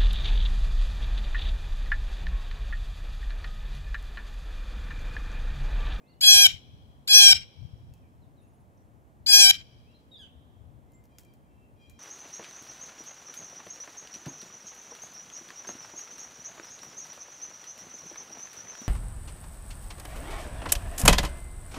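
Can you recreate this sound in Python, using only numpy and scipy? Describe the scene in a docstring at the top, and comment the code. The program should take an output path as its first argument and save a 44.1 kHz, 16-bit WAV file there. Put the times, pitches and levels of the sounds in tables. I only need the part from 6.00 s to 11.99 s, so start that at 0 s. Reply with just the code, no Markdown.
"""A jay on a branch a few steps away screams three times in a garden; another answers far off.
Each scream is a stack of overtones on a fluttering pitch, coloured like throat, mouth and chest.
Small birds whistle with bent, nearly pure tones; claws tick on bark and feeder as short noise snaps.
Low thumps, mostly wing beats as the bird hops, are short pressure pulses.
Light wind buffets the microphone as lumpy low noise, over a distant town hum of steady noise."""
import sys
import numpy as np
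from scipy import signal
from scipy.fft import rfft, irfft
from scipy.io import wavfile

SR = 44100
rng = np.random.default_rng(int(sys.argv[2]) if len(sys.argv) > 2 else 0)


def waveform_to_disk(signal):
    """Save audio, clipped to [-1, 1], as 16-bit WAV at the path in sys.argv[1]."""
    frames = np.transpose(np.atleast_2d(signal))
    scaled = np.clip(frames, -1, 1) * 32767
    samples = np.round(scaled).astype(np.int16)
    wavfile.write(sys.argv[1], SR, samples)


N = 264159

# One row per scream, inner times from its start: start t/s, length t/s, climb t/s, beak opens t/s,
# flutter peaks t/s, flutter depth f/Hz, strong-weak cycles t/s, their depth 0-1,
# mouth level/dB, chest level/dB, treble level/dB
SCREAM_CALLS = [(0.207, 0.2674, 0.01353, 0.0733, .14, 21, .035, .25, -16, -24.5, -21),
                (1.074, 0.2628, .012, 0.06, 0.1267, 16.3, .012, .08, -14, -22.5, -22),
                (3.262, 0.255, 0.0088, 0.062, .142, 15, .028, .35, -14, -22.5, -19.5)]
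# The voice of each scream, one list per scream: t/s, pitch f/Hz, throat band level/dB
SCREAM_VOICES = [
    [(.208, 833.8, -40), (.24, 836.5, -18), (.262, 823.5, -18), (.285, 829, -11.5), (.31, 833.6, -13),
     (.37, 814.2, -16.5), (.4, 809.4, -14.5), (.428, 820.2, -17), (.44, 794.2, -17.5), (.454, 793, -11.5),
     (.474, 768.8, -13.5)],
    [(1.075, 834, -39.5), (1.11, 831.6, -17.5), (1.135, 811.1, -15), (1.15, 825.4, -15),
     (1.19, 834.4, -12.5), (1.235, 811.1, -14.5), (1.27, 805.3, -12.5), (1.29, 784.4, -14),
     (1.302, 809.8, -14), (1.32, 780.7, -16), (1.339, 777.5, -8)],
    [(3.264, 829.4, -39.5), (3.3, 829.5, -28), (3.33, 811.1, -21), (3.345, 815.9, -17.5),
     (3.375, 819.8, -20.5), (3.4, 834.5, -14.5), (3.43, 804.9, -20), (3.47, 776.8, -17),
     (3.485, 791.9, -21), (3.5, 801.4, -15), (3.519, 801.4, -11.5)],
]


def jay():
    """The near bird: each scream pairs its own settings with its own voice curve."""
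    calls = enumerate(zip(SCREAM_CALLS, SCREAM_VOICES))
    return sum(scream(call, voice, number) for number, (call, voice) in calls)


# How the screams reach the left and right ports as the head turns:
# f/Hz, left lead [radians], left-right level/dB in scream one, two, three
HEAD_TO_PORTS = [(810, .6, -2.5, -1.1654, 1.4), (1620, 1.5, 1, 4, 2.5), (2497, 2.2, .5, 2, 1),
                 (3220, 2.737, 4.5, -1.5, -0.35), (4158, 3.9, 4, 7.5, 11), (4850, 3.2, 4, 6, 8),
                 (5700, 4, -0.5, 7, 3.5), (6480, 4.5, -4, 2.5, 5.5), (8150, 6.9, 1.5, -7, -0.19),
                 (11400, 7, -5.5, 2, 1)]
ATTACK_S, ATTACK_DB, RELEASE_S, RELEASE_DB = .004, -24.5, .005, -45.5
CRACK_BEFORE_END_S, CRACK_HZ, CRACK_S = .013, 24.74, .006   # the voice cracks before it stops
HALVING_S = .018   # half length of the strong-weak stretch


def scream(call, voice, number):
    """A vibrating membrane makes partials at whole multiples of one fluttering pitch."""
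    start_s, length_s, climb_s, opens_s, flutters_s, depth_hz, halves_s, halving, *band_dbs = call
    at = np.arange(int(start_s * SR), int((start_s + length_s) * SR))
    t, size = at / SR - start_s, len(at)
    k = np.arange(1, 20)[:, None]   # partial numbers
    throat_db = curve(voice, at / SR, 2)
    steady_pitch = curve(voice, at / SR, 1) - SCOOP_HZ * np.exp(-(t / climb_s) ** 2)
    mouth_hz = mouth_resonance(t, opens_s, steady_pitch)
    pitch, flutter = fluttering(steady_pitch, t, flutters_s, depth_hz)
    cracking = np.exp(-((length_s - CRACK_BEFORE_END_S - t) / CRACK_S) ** 2)
    pitch = pitch - CRACK_HZ * cracking
    phase = 2 * np.pi * np.cumsum(pitch) / SR

    gain = voice_colour(k, k * pitch, t, length_s, mouth_hz, throat_db, band_dbs)
    unsteady_db = np.clip(.7 * (k - 4), .8, 4.5)   # high partials swell and fade on their own
    gain = gain * amp(unsteady_db * drifts(20, size, len(k)))
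    first_puff = np.exp(-(t / climb_s) ** 2)
    gain = roughened(gain, k, flutter, cracking, first_puff)
    # every other cycle is weaker for a moment
    uneven = np.clip(halving, 0, 1) * np.exp(-((t - halves_s) / HALVING_S) ** 4)
    gain = gain * (1 + uneven * np.clip((k - 1) / 2, 0, 1) * np.cos(phase / 2))

    edges_db = ATTACK_DB * np.clip(1 - t / ATTACK_S, 0, 1)
    edges_db = edges_db + RELEASE_DB * np.clip(1 - (length_s - t) / RELEASE_S, 0, 1)
    out, start_phase = np.zeros((2, N)), rng.uniform(0, 2 * np.pi, k.shape)
    steady_hz = k * 805
    scatter = .5 * (k > 7) * drifts(45, size, len(k))   # leaves scatter the treble unevenly
    for channel, side in enumerate((.5, -.5)):
        heard = gain * amp(side * at_hz(HEAD_TO_PORTS, steady_hz, column=2 + number))
        lead = side * (at_hz(HEAD_TO_PORTS, steady_hz) + scatter)
        partials = heard * np.sin(k * phase + start_phase + lead)
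        out[channel, at] = np.sqrt(2) * amp(edges_db) * np.sum(partials, axis=0)
    return signal.sosfilt(signal.butter(4, 600, "high", fs=SR, output="sos"), out)


SCOOP_HZ = 115   # the pitch climbs in from below
FLUTTER_HZ, JITTER_HZ = 165, .7
FLUTTER_REST_HZ, FLUTTER_RISE_S, FLUTTER_FALL_S = 2.0, .035, .06


def fluttering(pitch, t, peak_s, depth_hz):
    """A second, slower oscillator shakes the pitch, most around one moment of the scream."""
    size = len(t)
    width_s = np.where(t < peak_s, FLUTTER_RISE_S, FLUTTER_FALL_S)
    flutter = FLUTTER_REST_HZ + depth_hz * np.exp(-((t - peak_s) / width_s) ** 2)
    beat = 2 * np.pi * np.cumsum(FLUTTER_HZ + 12 * drift(9.8, size)) / SR
    shake = flutter * amp(1.5 * drift(30, size)) * np.sin(beat)
    jitter = (JITTER_HZ + .14 * flutter) * drift(90, size)
    return pitch + shake + jitter, flutter


MOUTH_SHUT_HZ, MOUTH_OPEN_HZ, OPENING_S = 4990, 5462.5, 0.0072


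def mouth_resonance(t, opens_s, pitch):
    """Opening the beak raises the mouth's resonance."""
    opened = np.clip((t - opens_s) / OPENING_S + .5, 0, 1)
    mouth_hz = MOUTH_SHUT_HZ + (MOUTH_OPEN_HZ - MOUTH_SHUT_HZ) * opened
    return mouth_hz * np.minimum(pitch / 810, 1)   # the resonance follows the climbing pitch


# How the other bands build and fade in every scream:
# share of its length [0-1], mouth level/dB, chest level/dB, treble level/dB
BAND_BLOOM = [(0, -7.5, -13, -13), (.05, -12.5, -17, -15), (.13, -6.5, -5.5, -7.5), (.23, -4, -9, -4),
              (.3, 2.5, -1, 0.5), (.5, -1, -0.5, -0.5), (.75, 0, 1, -0.5), (.86, -2.5, 1, -5),
              (.93, -1, -1, -2.5), (1, -11, 7, -6)]
# Colour of the low partials, before the chest level is added: f/Hz, level/dB
CHEST_COLOUR = [(810, -20), (1620, -11), (2430, -1.5), (3000, -21.5)]
# Colour of the high partials, before the treble level is added: f/Hz, level/dB
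TREBLE_COLOUR = [(5900, -28.5), (6510, 1), (7260, -2.5), (8330, -4.5), (9000, -12), (11400, -7),
                 (13200, -10), (14200, -24.5), (15800, -20)]
THROAT_HZ, THROAT_WIDTH_HZ, MOUTH_WIDTH_HZ = 3244, 460, 570
BRIDGE_HZ, BRIDGE_DB = 4204, -7.5   # partial between the two resonances


def voice_colour(k, hz, t, length_s, mouth_hz, throat_db, band_dbs):
    """Throat and mouth resonances lift nearby partials; chest and treble fill in below and above."""
    share = t / length_s
    mouth_db, chest_db, treble_db = (db + curve(BAND_BLOOM, share, c) for c, db in enumerate(band_dbs, 1))

    def bump(centre_hz, width_hz):
        """A smooth hill of gain around one frequency."""
        return np.exp(-((hz - centre_hz) / width_hz) ** 2)
    mouth = bump(mouth_hz, MOUTH_WIDTH_HZ)
    mouth = mouth / np.sqrt(np.sum(mouth ** 2, axis=0))
    chest = amp(chest_db + at_hz(CHEST_COLOUR, hz)) * (k < 4)
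    chest[0] *= np.clip(t / 0.03, 0, 1) ** 2   # the lowest partial builds late
    throat = bump(THROAT_HZ, THROAT_WIDTH_HZ) + amp(BRIDGE_DB) * bump(BRIDGE_HZ, 410)
    treble = amp(treble_db - 6.0 + at_hz(TREBLE_COLOUR, hz)) * (k > 7)
    return amp(throat_db) * throat + amp(mouth_db) * mouth + chest + treble


RASP_DB = -47   # starting point, raised with partial number and flutter


def roughened(gain, k, flutter, cracking, first_puff):
    """Turbulent air spreads noise around partials, more in treble, flutter, crack and first puff."""
    rasp = amp(RASP_DB + 2.0 * k + .3 * flutter)
    rasp = rasp + 1.2 * cracking * np.clip((k - 1) / 3, 0, 1) + 1.0 * first_puff
    noise = drifts(210, len(flutter), len(k))
    return gain * (1 + rasp * (k > 1) * noise) / np.sqrt(1 + rasp ** 2)


# Screams of the far jay: start t/s, length t/s, starting pitch f/Hz, level/dB before its colour
FAR_SCREAMS = [(5.078, 0.2814, 803, -72.5), (5.399, 0.283, 797.3, -84), (5.763, .29, 808.1, -66)]
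# Colour of the far jay's partials: f/Hz, level/dB
FAR_JAY_COLOUR = [(1600, -33), (2400, -9), (3200, -8), (4000, -19), (4850, -18), (5650, -19), (6450, -28),
                  (7200, -24), (9000, -42)]
FAR_FADE_S, FAR_FADE_DB, FAR_SAG_HZ_PER_S = .05, -13, 50


def far_jay():
    """The same kind of scream, dulled by distance; moving air makes each partial flicker."""
    out, flicker = 0, amp(3.6 * drifts(15.83, N, 11))
    for s, length_s, hz, db in FAR_SCREAMS:
        times = np.array([0, FAR_FADE_S, length_s - FAR_FADE_S, length_s])
        levels_db = db + FAR_FADE_DB * np.array([1, 0, 0, 1])
        rows = np.transpose([s + times, hz - FAR_SAG_HZ_PER_S * times, levels_db])
        for k in range(2, 11):
            partial = [(k, at_hz(FAR_JAY_COLOUR, 800 * k))]
            out = out + tone(rows, partial, waver_hz=7.477) * flicker[k]
    return out


# Whistles of small birds: start t/s, length t/s, first f/Hz, middle f/Hz, last f/Hz,
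# peak level/dB, left-right level/dB
BIRD_WHISTLES = [(.062, .084, 3350, 4520, 3270, -72, -1.5), (0, .2, 2300, 2780, 2950, -79, 0),
                 (0, .15, 2135, 2090, 2030, -80, 1), (1.92, .04, 2700, 2622, 2550, -77, .5),
                 (2.015, .045, 2650, 2400, 2290, -78, 2), (2.21, .04, 4200, 4000, 3406, -79, 1.5),
                 (2.365, .055, 4300, 3760, 3700, -78, -4.5), (2.4, .08, 2450, 2720, 2400, -81, -.5),
                 (2.773, .009, 5300, 5760, 6900, -74, -1), (3.84, .1, 2243, 2640, 2920, -74, 2.5),
                 (3.938, .038, 3700, 4160, 3700, -66.5, -2.5), (4.87, .18, 2092, 2085, 2090, -82, 6.5),
                 (4.938, .027, 6900, 7450, 7130, -70, -6.5), (5.49, .25, 2680, 2675, 2684, -78, 4)]
# Two voices of thin high notes: first note t/s, f/Hz, first level/dB, number of notes
THIN_TRILL = [(2.425, 10420, -79, 4), (2.445, 6630, -85, 3)]
# Falling chirp of a nearer bird, in parts: notes (t/s, f/Hz, level/dB),
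# then overtones (multiple of f, level/dB)
FALLING_CHIRP = [([(4.113, 3815, -70), (4.119, 3800, -54), (4.14, 3760, -52), (4.155, 3500, -55),
                 (4.168, 3380, -59), (4.178, 3200, -74)], [(1, 0), (2, -32), (3, -34)]),
                 ([(4.168, 5100, -80), (4.18, 4800, -63), (4.19, 4650, -80)], [(1, 0)]),
                 ([(4.182, 1770, -70), (4.192, 1730, -56), (4.21, 1650, -52), (4.24, 1530, -56),
                 (4.252, 1380, -73), (4.275, 1250, -80)], [(1, -17), (2, 0), (3, -22), (4, -21), (5, -28),
                 (6, -28), (7, -29)])]
TRILL_GAP_S, TRILL_FADE_DB = .062, -1.2   # from one note to the next


def songbirds():
    """Whistles, a thin trill and one falling chirp, all from gliding sine waves."""
    out = sum(pan(whistle(*note), side_db) for *note, side_db in BIRD_WHISTLES)
    for first_s, hz, first_db, notes in THIN_TRILL:
        for note in range(notes):
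            s, db = first_s + TRILL_GAP_S * note, first_db + TRILL_FADE_DB * note
            # each note slides up into its pitch
            rows = [(s - .018, .8 * hz, db - 13), (s - .011, .96 * hz, db - 8),
                    (s - .008, hz, db), (s + .008, hz, db), (s + .012, hz, db - 15)]
            out += tone(rows, [(1, 0)], waver_hz=60)
    return out + sum(pan(tone(rows, overtones, waver_hz=21), -2.0) for rows, overtones in FALLING_CHIRP)


WHISTLE_FADE_DB = -10   # at both ends of a whistle


def whistle(s, length_s, first_hz, middle_hz, last_hz, db):
    """A note bent smoothly through three pitches, swelling and fading."""
    u = np.linspace(-1, 1, 21)   # from start to end of the note
    slope, bend = (last_hz - first_hz) / 2, (first_hz + last_hz) / 2 - middle_hz
    hz = middle_hz + slope * u + bend * u ** 2
    rows = np.transpose([s + length_s * (u + 1) / 2, hz, db + WHISTLE_FADE_DB * u ** 2])
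    return tone(rows, [(1, 0)], waver_hz=12)


# Claws and seed husks: t/s, level/dB before a common trim
CLAW_TICKS = [(1.8393, -71), (1.9377, -49.5), (1.9792, -64), (4.9194, -55.5), (4.9344, -59), (5.0394, -54),
              (5.0544, -55), (5.1844, -35.5), (5.187, -46.5), (5.1943, -47.5), (5.2048, -54.5),
              (5.2331, -54.5), (5.2494, -51.5), (5.3373, -51), (5.897, -43)]
# Colour of one tick: f/Hz, relative level/dB per Hz
TICK_COLOUR = [(880, -28), (1500, -2), (3860, -5.5), (7040, 1.5), (8920, -5), (12800, -0.5), (15800, -3.5)]


def ticks():
    """A bright snap of noise with a short scratchy tail."""
    out, t = np.zeros((2, N)), np.arange(3000) / SR
    for s, db in CLAW_TICKS:
        snap = amp(-60 * t / 0.0112)
        scratch = amp(-14.5 - 60 * t / 0.161 + 3.2 * drift(360, 3000))
        noise = rms_one(irfft(shaped(TICK_COLOUR, size=3000)[0][0]))
        at = int(s * SR)
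        out[:, at:at + 3000] += noise * amp(db - 8.5) * (snap + scratch)
    return out


# Low thumps, mostly wing beats as the bird hops: t/s, level/dB, left-right level/dB
LOW_THUMPS = [(0.273, -45, 11), (0.733, -45, 3.5), (1.314, -51, 6), (1.612, -39, 19), (1.644, -36.5, 18.5),
              (1.729, -39.5, 9.5), (1.802, -46, 14), (1.888, -46, 15), (1.909, -42.5, 12.5), (2.0, -53, 11)]
THUMP_HZ, THUMP_SPREAD = 98, .12   # typical pitch, and its random spread as a share


def thumps():
    """Each thump is a cycle or two of low pressure."""
    out, t = np.zeros((2, N)), np.arange(-1300, 1300) / SR
    for s, db, side_db in LOW_THUMPS:
        at = int((s + .01) * SR) - 1300
        hz = THUMP_HZ * (1 + THUMP_SPREAD * rng.standard_normal())
        pulse = np.exp(-(t / 0.0061) ** 2) * np.sin(2 * np.pi * hz * t)
        out[:, at:at + 2600] += pan(amp(db) * pulse, side_db)
    return out


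# Buffeting on the ports: t/s, level/dB before a common lift, left-right level/dB
WIND_STRENGTH = [(0.0, -77, 3), (0.33, -52, 6.5), (1.1, -61.5, -0.5), (1.35, -43, 4), (1.53, -68.5, 5.5),
                 (1.62, -51.5, 12), (1.87, -57, -3), (2.33, -62.5, 9), (2.75, -63.5, -3.5),
                 (2.94, -61, 13.5), (3.04, -67.5, -2.5), (3.37, -53, 6.0), (4.02, -65.5, -0.5),
                 (4.74, -59.5, 10.5), (4.94, -63, 2.5), (5.99, -61, 3)]
# Colour of the buffeting: f/Hz, relative level/dB per Hz
BUFFET_COLOUR = [(25, -24), (45, -5.5), (70, 1.5), (105, 1.5), (160, -8), (260, -22.5), (500, -59.5),
                 (1000, -120)]


def wind():
    """Lumpy low noise, its own in each port."""
    t = np.arange(N) / SR
    db, side_db = curve(WIND_STRENGTH, t, 1), curve(WIND_STRENGTH, t, 2)
    lumps = amp(2.5 * drifts(12, N, 2))
    buffeting = rms_one(irfft(shaped(BUFFET_COLOUR)[0], N) * lumps)
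    return pan(buffeting * amp(db + 4.5), side_db)


# Colour of town hum and microphone hiss: f/Hz, relative level/dB per Hz
HUM_COLOUR = [(71, -31.5), (120, -8.5), (177, -11.5), (236, -9.5), (377, -17), (696, -19), (1090, -24.5),
              (1180, -25.5), (2330, -37), (4760, -46.5), (7160, -44), (15900, -49)]
# How alike left and right are: f/Hz, likeness [-1 opposite, 0 unrelated, 1 same]
LEFT_RIGHT_LIKENESS = [(130, 0.57), (290, 0.926), (640, 0.38), (1400, -0.79), (3100, 0.9), (6800, .35),
                       (15000, 1)]
HUM_DB = -61.5


def hum():
    """Steady background noise, alike in both ports by band."""
    (mid, side), hz = shaped(HUM_COLOUR)
    alike = np.clip(at_hz(LEFT_RIGHT_LIKENESS, hz), -1, 1)
    both = np.sqrt(1 + alike) * mid + np.sqrt(1 - alike) * side * [[1], [-1]]
    return amp(HUM_DB) * rms_one(irfft(both * (hz > 110), N))


# Smeared echoes: delay t/s, level/dB against the fast decay, dull above f/Hz
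GARDEN_ECHOES = [(.04, -5.5, 9018), (.1, -20.5, 3978)]
NEAR_T60_S, FAR_T60_S, FAR_CUT_HZ = 0.24, 1.5, 4000   # foliage and walls; distant houses
ECHO_SMEAR_S = .018


def garden(x, near_db, far_db):
    """A fast dense decay, a few smeared echoes and a faint dull tail from far walls."""
    t = np.arange(2 * SR) / SR
    near = rng.standard_normal((2, len(t))) * amp(-60 * t / NEAR_T60_S) * np.clip(t / .004, 0, 1)
    far = rng.standard_normal((2, len(t))) * amp(-60 * t / FAR_T60_S) * np.clip(t / .1, 0, 1)
    near, far = lowpass(near, 1, 7000), lowpass(far, 3, FAR_CUT_HZ)
    reply, tail = amp(near_db) * energy_one(near), amp(far_db) * energy_one(far)
    for s, db, dull_hz in GARDEN_ECHOES:
        smear = rng.standard_normal(far.shape) * np.exp(-((t - s) / ECHO_SMEAR_S) ** 2)
        smear = lowpass(smear + 1e-18, 1, dull_hz)
        tail += amp(near_db + db) * energy_one(smear)
    stirred = x * (0.94 + .45 * drift(45, N))
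    blurred = x * (.6 + .8 * drift(150, N))   # moving air and leaves smear the long paths
    wet = signal.fftconvolve(stirred, reply, axes=1) + signal.fftconvolve(blurred, tail, axes=1)
    return wet[:, :N]


def amp(db):
    """Turn dB into gain."""
    return 10 ** (np.asarray(db) / 20)


def curve(table, at, column):
    """Read one column of a table, joining its points with straight lines."""
    return np.interp(at, np.array(table)[:, 0], np.array(table)[:, column])


def at_hz(points, hz, column=1):
    """Read a table on a log-frequency axis."""
    return np.interp(np.log(hz), np.log(np.array(points)[:, 0] + 1), np.array(points)[:, column])


def span(rows):
    """Find the samples under a curve table and join its columns in time."""
    s, *columns = np.transpose(rows)
    at = np.arange(int(max(s[0], 0) * SR), min(int(s[-1] * SR), N))
    return slice(at[0], at[-1] + 1), [np.interp(at / SR, s, c) for c in columns]


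def drift(rate_hz, size):
    """Slow random wandering of spread 1."""
    r = np.exp(-2 * np.pi * rate_hz / SR)
    slow = signal.lfilter([1], [1, -2 * r, r * r], rng.standard_normal(size + 8000))[8000:]
    return slow / slow.std()


def drifts(rate_hz, size, count):
    """Several unrelated drifts, one per row."""
    return np.array([drift(rate_hz, size) for _ in range(count)])


def shaped(spectrum, size=N):
    """Two unrelated noise spectra under a colour, with their frequencies."""
    hz = np.maximum(np.fft.rfftfreq(size, 1 / SR), 1)
    return rfft(rng.standard_normal((2, size))) * amp(at_hz(spectrum, hz)), hz


def lowpass(x, order, hz):
    """Dull a sound above a frequency."""
    return signal.sosfilt(signal.butter(order, hz, fs=SR, output="sos"), x)


def rms_one(x):
    """Scale to an average strength (rms) of 1."""
    return x / np.sqrt(np.mean(x ** 2))


def energy_one(x):
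    """Scale a stereo echo so its two sides have energy 1 on average."""
    return x / np.sqrt(np.sum(x ** 2) / 2)


def pan(x, db):
    """Place a sound by its left-right level."""
    return x * amp(np.array([db / 2, -db / 2])).reshape(2, -1)


def tone(rows, overtones, waver_hz):
    """A gliding note with overtones and a slightly wavering pitch."""
    out, (where, (hz, db)) = np.zeros(N), span(rows)
    phase = 2 * np.pi * np.cumsum(hz + waver_hz * drift(80, len(hz))) / SR
    waves = sum(amp(o_db) * np.sin(k * phase + k * k) for k, o_db in overtones)
    out[where] = np.sqrt(2) * amp(db) * waves
    return out


def scene():
    """All sources in the garden; far birds are heard with more echo."""
    near_jay = jay()
    distant = songbirds() + pan(far_jay(), 2.5)
    space = garden(near_jay, near_db=-19.5, far_db=-50) + garden(distant, near_db=-5, far_db=-20)
    return near_jay + distant + space + ticks() + thumps() + wind() + hum()


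CUTOFF_HZ = 16550


def record(dry):
    """The loudest peaks bend over just below full scale, then the top is cut."""
    rounded = dry / (1 + np.abs(dry / .97) ** 5) ** (1 / 5)
    return signal.sosfilt(signal.cheby2(22, 110, CUTOFF_HZ, fs=SR, output="sos"), rounded)


dry = scene()
out = record(dry)
waveform_to_disk(out)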